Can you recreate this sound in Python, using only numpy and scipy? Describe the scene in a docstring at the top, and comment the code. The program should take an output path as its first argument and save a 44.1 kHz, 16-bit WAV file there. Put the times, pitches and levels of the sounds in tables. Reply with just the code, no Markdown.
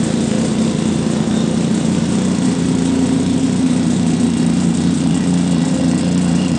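"""A small three-cylinder petrol engine is heard idling unevenly, growing closer in a sheet-metal hangar.
Unequal firings, timed by an uneven crank speed, excite a decaying silencer ring and filtered gas noise.
Noise bursts through metal resonances give the clatter; coloured noise gives hiss, whirr and faint rumble.
A diffuse noise tail and moving resonances draw the booms into a drone that shifts as the microphone walks up."""
import sys
import numpy as np
from scipy import signal
from scipy.fft import rfft, irfft
from scipy.io import wavfile
from scipy.ndimage import uniform_filter1d, minimum_filter1d

SR = 44100
rng = np.random.default_rng(int(sys.argv[2]) if len(sys.argv) > 2 else 0)


def materialize(psi):
    """Save the field psi as 16-bit PCM at rate SR to the path in sys.argv[1].

    A 1-D psi becomes a single channel; in a 2-D psi each row is a channel.
    """
    bounded = np.clip(np.atleast_2d(psi).T, -1, 1)
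    quanta = np.round(bounded * 32767).astype(np.int16)
    wavfile.write(sys.argv[1], SR, quanta)


N = 290486
TIME = np.arange(N) / SR  # s

# The walk up to the engine: (time [s], nearness [0-1])
WALK = [(0, 0), (2.0, .12), (3.6, .5), (6.0, 1)]

# Filter spectra, relative to the sound being coloured: (frequency [Hz], gain [dB])
THUD_SPECTRUM = [(10, -54.5), (28, -33), (45, -25), (60, 0.5), (74, -11.5), (90, -1), (102, 2.5),
                 (118, 1.5), (160, 8.5), (300, -38), (700, -46.5)]
RASP_SPECTRUM = [(120, -34.5), (230, 4), (330, 2.5), (420, 1.5), (470, -0.5), (560, -4), (640, -9),
                 (740, -8), (860, -15.5), (950, -11), (1200, -17.5), (2000, -23), (5000, -70.5)]
CLATTER_SPECTRUM = [(400, -27.5), (900, -4), (1150, -4.5), (1500, 1), (1800, -3.5), (2200, -2.5),
                    (2550, -3), (3050, -3), (3350, 2), (3750, -5), (4200, -5), (4580, -13), (5400, -4.5),
                    (7000, -14), (10000, -33)]
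HISS_SPECTRUM = [(2000, -11), (4000, -10), (5500, -7), (6200, -7), (6700, -4.5), (7600, -1), (8500, 0),
                 (9000, -6.5), (9500, -11), (10000, -14)]
RUMBLE_SPECTRUM = [(5, 3.5), (25, -19.0), (60, -13.0), (150, -7.5), (600, -58.5)]
WHIRR_SPECTRUM = [(1500, -18), (3500, 2.5), (4600, -4), (5400, -3.5), (6500, -1), (8000, -11), (10000, -8.5)]

# Reverberation of the hangar: (frequency [Hz], time to decay by 60 dB [s])
HALL_DECAY = [(80, 0.56), (250, 1), (1000, 0.93), (4000, 0.62), (10000, 0.14)]
# Standing waves, each swelling as the microphone passes through it:
# (time [s], half length [s], frequency [Hz], width [Hz], level beside the boom before random swells [dB])
STANDING_WAVES = [(0.96, 1.25, 218, 16, -8), (0.73, 2.54, 510, 6.7, -16.5), (1.04, 1.1, 350, 19, -14.5),
                  (0.62, 0.65, 230, 15, -11), (2.2, 0.75, 175, 17, -11.5), (3.01, 0.6, 392, 31, -14),
                  (2.94, 0.78, 947, 42, -27.5), (3.7, 4.3, 308, 18, -15.5), (3, 1.8, 127, 8.4, -18.5),
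                  (3.4, 6.2, 90, 6.1, -23.5), (4.58, 0.15, 177, 6.7, -6), (5.38, 0.2, 177, 6.6, -4.5),
                  (6.22, 0.18, 177, 7.3, -3), (5.3, 1.4, 163, 12, -11), (5.53, 0.83, 262, 24, -7.5),
                  (5.83, 0.78, 520, 23, -17.5)]
# Strongest standing wave, whose pitch sinks along the walk: (time [s], frequency [Hz], level beside the boom [dB])
DRONE_PATH = [(1.85, 261, -23), (2.42, 257.4, -3.5), (2.68, 255.6, -8.5), (3.0, 262.7, -2.5),
              (3.35, 261.5, -2.5), (3.7, 256.2, 1), (3.95, 242.5, -7), (4.3, 243.5, -2.5), (4.7, 235.6, -8),
              (5.2, 228, -23)]
DRONE_WIDTH_HZ = 14
# Dead bands, where reflections from floor and walls cancel the exhaust:
# (frequency [Hz], width [Hz], depth far [0-1], depth near [0-1])
NOTCHES = [(199.4, 10, 0.46, 0.42), (283.3, 10, 0.5, 0.88), (385, 52, 0.03, 0.37), (479, 22, 0.7, 0.49)]

# Uneven crank speed, at which each cylinder fires once a turn: (time [s], speed [turns/s])
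CRANK_SPEED = [(0.0, 29.49), (0.13, 26.85), (0.17, 30.91), (0.3, 26.8), (0.34, 26.82), (0.39, 32.83),
               (0.5, 26.77), (0.54, 29.83), (0.65, 32.9), (0.76, 25.69), (0.88, 31.85), (0.92, 28.04),
               (1.0, 28.86), (1.05, 26.05), (1.15, 31.29), (1.19, 26.6), (1.37, 32.3), (1.46, 26.11),
               (1.55, 32.98), (1.61, 27.5), (1.72, 31.2), (1.86, 26.93), (1.92, 32.21), (1.98, 27.16),
               (2.13, 31.28), (2.32, 30.56), (2.38, 26.52), (2.42, 32.6), (2.52, 28.75), (2.63, 28.51),
               (2.67, 33.77), (2.75, 28.19), (2.85, 29.12), (2.93, 30.25), (2.97, 28.21), (3.05, 31.1),
               (3.16, 26.17), (3.2, 31.07), (3.31, 29.54), (3.35, 31.9), (3.39, 28.98), (3.52, 31.63),
               (3.69, 26.89), (3.73, 32.83), (3.85, 27.33), (3.94, 32.52), (4.07, 26.96), (4.14, 31.99),
               (4.25, 28.89), (4.34, 28.75), (4.38, 34.66), (4.47, 27.16), (4.6, 31.19), (4.66, 27.78),
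               (4.79, 30.99), (4.87, 28.56), (4.97, 31.65), (5.11, 26.33), (5.15, 33.24), (5.23, 29.95),
               (5.41, 28.87), (5.45, 30.62), (5.51, 28.98), (5.6, 27.48), (5.66, 33.79), (5.76, 29.5),
               (5.89, 28.41), (5.93, 31.9), (6.02, 29.88), (6.13, 29.35), (6.22, 30.71), (6.3, 27.68),
               (6.43, 31.79), (6.5, 27.48), (6.54, 30.24), (6.59, 31.93)]
START_TURN = .156  # crank position at time zero, in turns
# Changes in strength of the first cylinder, mostly weak burns: (time [s], level [dB])
STUMBLES = [(1.239, -10), (2.04, -7), (2.558, -11), (3.22, -4.5), (3.386, -22.5), (4.161, -4.5),
            (4.314, -9.5), (4.729, -7.5), (4.948, -10), (5.27, 2), (5.65, -10), (5.769, -8), (6.48, -9)]
STUMBLE_S = 0.019  # Gaussian half length
# Weaker cylinders beside the first: (level far [dB], level halfway [dB], level near [dB])
SECOND_DB = (-10.5, -8.5, -4.5)
THIRD_DB = (-13.5, -17, -12)
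# Lag of the second cylinder behind the first: (far [turns], halfway [turns], near [turns])
SECOND_LAG = (.39, .357, .36)
THIRD_LAG = .685  # turns
PIPE_HZ, RING_S = 218, .00152  # the silencer's ring and its decay constant

# Resonances of block and brackets: (frequency [Hz], width [Hz], drive gain far [dB], drive gain near [dB]);
# each gain also wanders at random
METAL_MODES = [(1958, 45, 3.5, 2), (2800, 120, -1, 3), (3574, 45, 2.5, -4), (3860, 50, 7, 6.5),
               (4386, 64, 7, 7.5), (4800, 340, -4, 8)]
# A bracket briefly rattles harder: (time [s], half length [s], frequency [Hz], level [dB])
RATTLES = [(1.39, 0.047, 3615, -35.5), (6.42, 0.052, 2830, -38.5)]
RATTLE_WIDTH_HZ = 60
# Sharp metallic ticks: (time [s], level before a common trim and filter [dB])
TICKS = [(4.498, -23), (4.773, -16), (5.4755, -23), (5.914, -20), (5.9777, -19), (6.178, -14.5)]
# Bands of the hiss that flicker independently: (frequency [Hz], ...)
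FLICKER_BANDS = (5600, 7200, 8400)
# Slow wavering of the hiss: (time [s], level [dB])
HISS_DRIFT = [(0.3, 2.4), (1.2, -0.9), (2.3, 1.3), (3.35, -1.6), (4.1, -0.3), (5.1, -0.5)]
# Share of the hiss that travels straight from the engine: (far [0-1], near [0-1])
DIRECT_SHARE = (0.49, 1)

# Loudness contours before each sound's trim: (level far [dB], level halfway [dB], level near [dB])
BOOM_DB = (-15, -13.5, -13.5)
RASP_DB = (-26.5, -28.5, -30.5)
CLATTER_DB = (-34.5, -34.5, -32.5)
HISS_DB = (-37, -35.5, -36.5)
BARK_DB = (-47, -39, -35.5)
WHIRR_DB = (-39, -41.5, -46.5)

EDGE_HZ = 10050  # upper edge of the band


def gain_of(db):
    """Logarithmic level: 20 dB is a factor of ten in amplitude."""
    return 10 ** (np.asarray(db) / 20)


def evened(x):
    """Power normalization: scales to an rms of 1."""
    return x / np.sqrt(np.mean(x ** 2) + 1e-20)


def steadied(x):
    """Short-term power normalization: divides by a moving rms, smoothed over a fraction of a second."""
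    power = uniform_filter1d(uniform_filter1d(x ** 2, size=12000), size=6000)
    return x / np.sqrt(power + 1e-20)


def along(values, t=TIME):
    """Distance dependence: interpolates from the far value to the near one along the walk."""
    nearness = np.interp(t, *np.transpose(WALK))
    return np.interp(nearness, np.linspace(0, 1, len(values)), values)


def read(points, hz):
    """Logarithmic pitch scale: interpolates a spectrum table over log frequency."""
    f, value = np.transpose(points)
    return np.interp(np.log(hz + 1), np.log(f + 1), value)


def colour(x, points):
    """Minimum phase: the Hilbert transform of the log gain fixes the phase of a causal filter."""
    hz = abs(np.fft.fftfreq(8192, 1 / SR))
    log_gain = np.log(gain_of(read(points, hz)))
    taps = np.fft.ifft(np.exp(np.conj(signal.hilbert(log_gain)))).real
    return signal.oaconvolve(x, taps[:len(taps) // 2])[:N]


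def resonate(x, hz, width):
    """Simple resonance: a two-pole peak of unit gain at its centre."""
    return signal.lfilter(*signal.iirpeak(hz, hz / width, SR), x)


def glide(x, hz, width):
    """Heterodyning: shifts a moving pitch to zero, low-passes it and shifts it back."""
    turn = np.exp(2j * np.pi * np.cumsum(hz) / SR)
    r = np.exp(-np.pi * width / SR)
    return 2 * (turn * signal.lfilter([1 - r], [1, -r], x / turn)).real


def clicks(times, sizes):
    """Impulse excitation: one single-sample pulse at each time."""
    samples = np.round(np.maximum(times, 0) * SR).astype(int)
    return np.bincount(samples, sizes, N)[:N]


def puffs(times, sizes, decay):
    """Turbulent bursts: noise whose power rises quickly and dies away exponentially."""
    u = np.arange(SR // 10) / SR / decay
    power = signal.oaconvolve(clicks(times, sizes ** 2), u * np.exp(-u))[:N]
    return np.sqrt(abs(power)) * rng.standard_normal(N)


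def scatter(times, spread_db):
    """Random excitation: a clipped normal spread of levels, one for each event."""
    return gain_of(spread_db * np.clip(rng.standard_normal(len(times)), -2, 2))


def wander(size):
    """Slow fluctuation: random steps of so many samples, smoothed and scaled to an rms of 1."""
    steps = np.repeat(rng.standard_normal(N // size + 1), size)
    return evened(uniform_filter1d(steps, size))[:N]


def rumble(level_db=-52):
    """Ambient noise: low-coloured random pressure stands for the air of the hall."""
    return gain_of(level_db) * evened(colour(rng.standard_normal(N), RUMBLE_SPECTRUM))


def hangar(x, count=5):
    """Diffuse reverberation: sparse noise tails decay by frequency and cross-fade from place to place."""
    shape = (count, SR)
    taps = rng.standard_normal(shape) * (rng.random(shape) < .1) * (TIME[:SR] > .014)
    hz, t, z = signal.stft(taps, SR, nperseg=256)
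    decay = gain_of(-60 * t / read(HALL_DECAY, hz)[:, None])
    tails = signal.istft(z * decay, SR, nperseg=256)[1]
    tails /= np.linalg.norm(tails, axis=1, keepdims=True)
    wet = irfft(rfft(x) * rfft(tails, N), N)  # circular: the hall is already ringing at the start
    place = np.linspace(0, count - 1, N) - np.arange(count)[:, None]
    fade = np.cos(np.pi / 2 * np.clip(place, -1, 1))
    return (wet * fade).sum(0)


def drone(x):
    """Standing wave: a narrow resonance of moving pitch draws a hum from the booms."""
    s, hz, db = np.transpose(DRONE_PATH)
    hz = np.interp(TIME, s, hz)
    wave = glide(glide(x, hz, DRONE_WIDTH_HZ), hz, 6 * DRONE_WIDTH_HZ)
    return gain_of(np.interp(TIME, s, db)) * steadied(wave)


def cancelled(x):
    """Destructive interference: subtracting a resonance leaves a dead band."""
    for hz, width, *depth in NOTCHES:
        x = x - np.clip(along(depth), 0, 1) * resonate(x, hz, width)
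    return x


def whirr():
    """Broadband flow and friction noise: the smooth hiss of belts and intake air."""
    return gain_of(along(WHIRR_DB)) * evened(colour(rng.standard_normal(N), WHIRR_SPECTRUM))


def ticks(level_db=7):
    """Impact noise: loose metal gives single bright, short bursts with a faint reverberant tail."""
    s, db = np.transpose(TICKS)
    sound = colour(puffs(s, gain_of(db + level_db), decay=0.00047), HISS_SPECTRUM)
    return sound + gain_of(-25) * hangar(sound)


def hiss(times, trail_db=2, grit_db=-3, flicker_db=0.04, patch_db=2, level_db=3.5):
    """Jet noise: a spit and trail once a turn, with loose grit; the direct share grows with nearness."""
    spit = evened(puffs(times + 0.0012, scatter(times, spread_db=0.5), decay=0.0013))
    trail = evened(puffs(times + 0.0052, scatter(times, spread_db=3.5), decay=0.0055))
    grains = rng.uniform(0, TIME[-1], size=900)
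    grit = evened(puffs(grains, scatter(grains, spread_db=4), decay=.0005))
    dry = evened(spit + gain_of(trail_db) * trail + gain_of(grit_db) * grit)
    share = np.clip(along(DIRECT_SHARE), 0, 1)
    sound = colour(np.sqrt(share) * dry + np.sqrt(1 - share) * hangar(dry), HISS_SPECTRUM)
    for hz in FLICKER_BANDS:
        patch = gain_of(patch_db * wander(size=600)) - 1
        sound = sound + patch * resonate(sound, hz, 1000)
    flickering = sound * gain_of(flicker_db * wander(size=800))
    drift_db = np.interp(TIME, *np.transpose(HISS_DRIFT))
    return gain_of(along(HISS_DB) + drift_db + level_db) * steadied(flickering)


def clatter(times, strength, whirr_db=-11, wander_db=2.0, hall_db=-3, level_db=-0.98):
    """Modal excitation: two knocks a firing and the drive's whirr ring the block and brackets."""
    knocks = 0
    for lag in (.0015, .0058):  # s
        size = strength ** 0.65 * scatter(times, spread_db=4.0)
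        knocks = knocks + puffs(times + lag, size, decay=0.00054)
    drive = evened(knocks) + gain_of(whirr_db) * rng.standard_normal(N)
    drive = gain_of(-3.0) * drive + gain_of(hall_db) * hangar(drive)
    rung = drive
    for hz, width, *db in METAL_MODES:
        rung = rung + gain_of(along(db) + wander_db * wander(size=4000)) * resonate(drive, hz, width)
    rattles = 0
    for s, half, hz, db in RATTLES:
        swell = gain_of(db) * np.exp(-((TIME - s) / half) ** 2)
        rattles = rattles + swell * evened(resonate(drive, hz, RATTLE_WIDTH_HZ))
    return gain_of(along(CLATTER_DB) + level_db) * steadied(colour(rung, CLATTER_SPECTRUM)) + rattles


def firings(spread_db=.6, weak_spread_db=2, jitter_s=0.0001, count=198):
    """Crank kinematics: integrated speed times the firings; one row a cylinder, the weak ones less even."""
    t = np.arange(N + SR) / SR
    turns = START_TURN + np.cumsum(np.interp(t, *np.transpose(CRANK_SPEED))) / SR
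    turn = np.arange(count)
    starts = np.interp(turn, turns, t)
    positions = [turn, turn + along(SECOND_LAG, starts), turn + THIRD_LAG]
    times = np.interp(positions, turns, t)
    times = times + jitter_s * rng.standard_normal(times.shape)
    stumble_db = sum(db * np.exp(-((starts - s) / STUMBLE_S) ** 2) for s, db in STUMBLES)
    first = scatter(starts, spread_db) * gain_of(stumble_db)
    weak = [gain_of(along(db, starts)) * scatter(starts, weak_spread_db) for db in (SECOND_DB, THIRD_DB)]
    return times, np.array([first, *weak])


def bark(times, body_hz=720, width_hz=260):
    """Cavity resonance: the third cylinder's gas pulses give a short, hollow bark, louder close to."""
    size = scatter(times, spread_db=2)
    gas = evened(clicks(times + 0.00062, size)) + evened(puffs(times, size, decay=0.0052))
    body = resonate(resonate(gas, body_hz, width_hz), body_hz, 2 * width_hz)
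    return gain_of(along(BARK_DB)) * steadied(body)


def rasp(times, strength, rough=0.73, hall_db=1, level_db=3):
    """Wave steepening: the sharp front of each gas pulse and its turbulence feed the middle band."""
    front = clicks(times + 0.0026, strength * scatter(times, spread_db=1.5))
    gas = evened(front) + rough * evened(puffs(times, strength, decay=0.0019))
    sound = colour(gas + gain_of(hall_db) * hangar(gas), RASP_SPECTRUM)
    return gain_of(along(RASP_DB) + level_db) * steadied(sound)


def exhaust(times, strength, hall_db=-15, thud_db=-13.5, turbulence=0.39, swell_db=1.5, level_db=-0.25):
    """Impulse response: firings ring the silencer over a deep thud, and room modes prolong them."""
    pulses = clicks(times, strength)
    wet = hangar(pulses)
    t = TIME[:SR // 20]
    silencer = -t ** 3 * np.exp(-t / RING_S) * np.sin(2 * np.pi * PIPE_HZ * t)
    boom = evened(signal.oaconvolve(pulses + gain_of(hall_db) * wet, silencer)[:N])
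    gas = evened(puffs(times, strength, decay=0.0013))  # turbulence makes no two thuds alike
    blast = evened(pulses + wet) + turbulence * gas
    sound = boom + gain_of(thud_db) * evened(colour(blast, THUD_SPECTRUM)) + drone(boom)
    for s, half, hz, width, db in STANDING_WAVES:
        wave = resonate(resonate(boom + blast, hz, width), hz, 4 * width)
        swell = gain_of(db + swell_db * wander(size=6000))
        sound = sound + swell * np.exp(-((TIME - s) / half) ** 2) * steadied(wave)
    high_pass = signal.butter(2, 34, "high", fs=SR, output="sos")
    return gain_of(along(BOOM_DB) + level_db) * steadied(signal.sosfilt(high_pass, sound))


def scene():
    """Superposition: background and engine sounds add, with one set of firings driving the engine."""
    times, strength = firings()
    every = times.ravel(), strength.ravel()
    background = rumble() + ticks() + whirr()
    mechanism = hiss(times[0]) + clatter(*every)
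    pipe = cancelled(rasp(*every) + exhaust(*every))
    return (background + mechanism + bark(times[2]) + pipe)[None]


def record(dry):
    """Peak limiting and band limiting: a quick, soft gain reduction precedes a low-pass."""
    peak = -minimum_filter1d(-abs(dry), size=260)
    reduction = uniform_filter1d(np.maximum(peak / .56, 1) ** .65, size=130)
    low_pass = signal.firwin(511, EDGE_HZ, window=("kaiser", 9), fs=SR)
    return signal.oaconvolve(dry / reduction, low_pass[None], "same")


dry = scene()
out = record(dry)
materialize(out)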